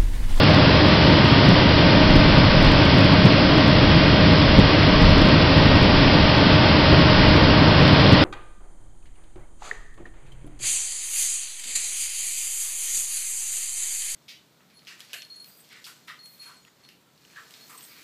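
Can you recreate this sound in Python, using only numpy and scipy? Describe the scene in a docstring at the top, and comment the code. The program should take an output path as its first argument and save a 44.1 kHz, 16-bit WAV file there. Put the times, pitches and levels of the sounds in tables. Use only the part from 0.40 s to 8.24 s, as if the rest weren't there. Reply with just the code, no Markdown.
"""Grit vacuum outdoors

An industrial vacuum lifts fine blasting grit out of a steel skip: filtered noise roars and hisses.
A diesel engine drives its lobe blower and cooling fan at nearly constant speed: steady tones and a drone.
Wind buffets the microphone of a small narrow-band camera, and the highest peaks are clipped."""
import sys
import numpy as np
from scipy import signal
from scipy.fft import rfft, irfft, next_fast_len
from scipy.io import wavfile

SR = 44100
rng = np.random.default_rng(int(sys.argv[2]) if len(sys.argv) > 2 else 0)


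def materialize(psi):
    """Save the field psi as 16-bit PCM at rate SR to the path in sys.argv[1].

    A 1-D psi becomes a single channel; in a 2-D psi each row is a channel.
    """
    bounded = np.clip(np.atleast_2d(psi).T, -1, 1)
    quanta = np.round(bounded * 32767).astype(np.int16)
    wavfile.write(sys.argv[1], SR, quanta)


N = 345725  # length [samples]


def from_db(db):
    """Turn decibels into a plain multiplier."""
    return 10 ** (np.asarray(db) / 20)


def rms_one(x):
    """Scale a sound to an average strength (rms) of 1."""
    return x / np.sqrt(np.mean(x ** 2) + 1e-20)


def bell(peak_s, half_s):
    """A smooth rise to 1 at peak_s and an equal fall, down to 37 % after half_s."""
    t = np.arange(N) / SR
    return np.exp(-((t - peak_s) / half_s) ** 2)


def drift(rate_hz):
    """Slow random wandering of spread 1: noise smoothed twice by a one-pole low-pass."""
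    step = 40  # samples between computed points; straight lines fill the gaps
    pole = np.exp(-2 * np.pi * rate_hz * step / SR)
    noise = rng.standard_normal(N // step + 2002)
    slow = signal.lfilter([1], [1, -2 * pole, pole * pole], noise)[2000:]  # skip the filter's start
    return np.interp(np.arange(N) / step, np.arange(len(slow)), rms_one(slow))


def coloured(x, spectrum):
    """Shape the pitch balance with straight lines between the spectrum's points, on a log-frequency axis."""
    size = next_fast_len(N)
    hz, db = np.transpose(spectrum)
    bins_hz = np.maximum(np.fft.rfftfreq(size, 1 / SR), 1)
    gain = from_db(np.interp(np.log(bins_hz), np.log(hz), db))
    return irfft(rfft(x, size) * gain, size)[:N]


def turbulence(spectrum):
    """Churning air: coloured noise of rms 1."""
    return rms_one(coloured(rng.standard_normal(N), spectrum))


# balance of the air roaring in the hose: (frequency [Hz], relative level [dB])
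HOSE_ROAR = [(250, -9), (400, -3.5), (455, -2), (545, 0), (650, -2), (810, -6), (900, -3.5), (1100, -5),
             (1330, -8.5), (1520, -6.5), (1700, -10), (2600, -26.5)]
# balance of the hiss at the hose mouth: (frequency [Hz], relative level [dB])
MOUTH_HISS = [(900, -29), (1600, -9), (1900, 2.5), (2150, 2.5), (2520, 2.3), (2750, 3), (2880, 3),
              (3020, 3), (3350, 3.5), (3560, 1.5), (3720, -0.5), (4400, 0), (5000, -0.5), (6300, -8.5)]
# the roar and hiss dip and recover: (time of lowest point [s], half-length [s], roar dip [dB], hiss dip [dB])
LULLS = [(3.802, 3.0, 2.5, 1.37), (7.22, .22, 0.4, 1.3)]


def suction(grains_per_s=9000, grit_db=-5):
    """Air roars through the hose and hisses at its mouth, where countless grains tick on the coupling."""
    roar_db, hiss_db = -18.5, -19.5  # strength outside the lulls
    for low_s, half_s, roar_dip_db, hiss_dip_db in LULLS:
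        lull = bell(low_s, half_s)
        roar_db = roar_db - roar_dip_db * lull
        hiss_db = hiss_db - hiss_dip_db * lull
    # each grain is a one-sample tick of random strength
    grains = (rng.random(N) < grains_per_s / SR) * rng.standard_normal(N)
    grit = from_db(grit_db) * rms_one(coloured(grains, MOUTH_HISS))  # level relative to the air hiss
    hiss = rms_one(turbulence(MOUTH_HISS) + grit)
    return from_db(roar_db) * turbulence(HOSE_ROAR) + from_db(hiss_db) * hiss


def skip_walls(x, delays_s=(.0035, .0075, .013), sway_s=0.00013, echo_db=-21):
    """The steel walls send back short echoes, whose paths change as hose and camera sway."""
    n = np.arange(N)
    echoes = np.zeros(N)
    for delay_s in delays_s:
        moving_delay_s = delay_s + sway_s * drift(0.26)
        echoes += np.interp(n - moving_delay_s * SR, n, x)
    return x + from_db(echo_db) * echoes


CRANK_HZ = 24.95  # engine turns per second


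# balance of the exhaust rumble: (frequency [Hz], relative level [dB])
EXHAUST = [(45, -20), (65, -7.5), (88, -3), (112, -3), (150, 0.5), (170, -1), (195, -3), (245, -6.5),
           (285, -3), (335, -9.5), (450, -18), (700, -41.5)]
# brief swells of the drone: (time [s], extra level [dB])
SWELLS = [(0.681, 7), (1.09, 6.5), (1.764, 9.5), (2.855, 7), (4.19, 12), (5.219, 5), (6.53, 5), (7.735, 8)]


def drone(throb_db=1.08, drone_db=-15.5, swell_s=0.012, lumpy_db=0.65):
    """Lumpy exhaust rumble: noise that throbs at the crank's turning rate and swells now and then."""
    t = np.arange(N) / SR
    throb = throb_db * np.sin(2 * np.pi * CRANK_HZ * t)
    lumps = lumpy_db * drift(9.2)
    swells = sum(db * bell(s, swell_s) for s, db in SWELLS)
    return from_db(drone_db + throb + lumps + swells) * turbulence(EXHAUST)


LOBE_HZ, FAN_HZ, TURBO_HZ = 308.95, 278.5, 1398.8  # base rates of the other turning parts
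# tones of each turning part: (multiple of its base rate, level before the shared trim [dB])
ENGINE = [(3, -27), (4, -25), (6, -32.5), (8, -39.5), (12, -30), (40, -43.5), (46, -39), (57, -42)]
BLOWER = [(1, -32.5), (2, -28), (3, -39), (4, -42.5), (5, -36.5), (6, -36.5), (8, -42.5)]
FAN = [(1, -30.5), (2, -37.5)]
TURBO = [(2, -42), (3, -40)]
# thin whines of the drive: (frequency [Hz], level before the shared trim [dB])
WHINES = [(1218, -40), (1607.6, -50), (1664.8, -48), (1931.3, -42.5), (2066.5, -44)]


def machine(speed_wander=0.00067, trim_db=-1.0, scatter_rad=0.27, waver_db=1.1):
    """All parts follow one governed shaft; moving air makes each tone waver in level and phase."""
    # time as the shaft feels it, a touch fast or slow; speed_wander is a fraction of the speed
    shaft_time = np.cumsum(1 + speed_wander * drift(1.28)) / SR
    parts = [(CRANK_HZ, ENGINE), (LOBE_HZ, BLOWER), (FAN_HZ, FAN), (TURBO_HZ, TURBO)]
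    tones = [(base_hz * round(k), db) for base_hz, partials in parts for k, db in partials]
    tones += list(WHINES)
    out = np.zeros(N)
    for hz, db in tones:
        turns = hz * shaft_time + rng.random()  # random starting point
        phase = 2 * np.pi * turns + scatter_rad * drift(5.6)
        tone = np.sin(phase) * from_db(waver_db * drift(1.9))
        out += from_db(db + trim_db) * rms_one(tone)
    return out


# balance of the wind rumble: (frequency [Hz], relative level [dB])
WIND_RUMBLE = [(5, -28.5), (15, -0.5), (35, 5), (60, -4.5), (110, -9.5), (300, -32.5)]
# gusts on the microphone: (time of peak [s], peak level [dB], half-length [s])
GUSTS = [(1.82, -19.5, 0.27), (2.23, -17.5, 0.19), (2.843, -22, 0.072), (4.17, -15, 0.08),
         (4.676, -13, 0.15), (5.395, -23.5, 0.54), (6.807, -15, .09), (7.112, -25.5, 0.12)]


def wind(breeze_db=-33.5, swing_db=4, swing_hz=1.2):
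    """A light, uneven breeze rumbles on the microphone port; each gust rises and falls on top of it."""
    breeze = from_db(breeze_db + swing_db * drift(swing_hz))
    gusts = [from_db(db) * bell(s, half_s) for s, db, half_s in GUSTS]
    strength = np.linalg.norm([breeze] + gusts, axis=0)  # adds their powers
    return strength * turbulence(WIND_RUMBLE)


def scene():
    """Suction with its echoes, exhaust, machine tones and wind meet at one microphone."""
    return (skip_walls(suction()) + drone() + machine() + wind())[None]


# camera response before the overload: (frequency [Hz], level [dB])
MICROPHONE = [(5000, 0), (5280, -1.5), (5530, -8.5), (5760, -11), (6000, -17), (6200, -39.5), (6400, -89)]
# camera response after the overload: (frequency [Hz], level [dB])
OUTPUT = [(6000, 0), (6400, -7), (11000, -4), (16000, -6)]


def record(dry):
    """The camera passes little above 5 kHz; the highest peaks are clipped flat and crackle dully."""
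    narrow = coloured(dry[0], MICROPHONE)
    clipped = np.clip(narrow, -.71, .71)
    softened = coloured(clipped, OUTPUT)
    # steep low-pass at 15900 Hz
    low_pass = signal.ellip(10, .1, 80, 15900, fs=SR, output="sos")
    return signal.sosfilt(low_pass, softened)[None]


dry = scene()
out = record(dry)
materialize(out)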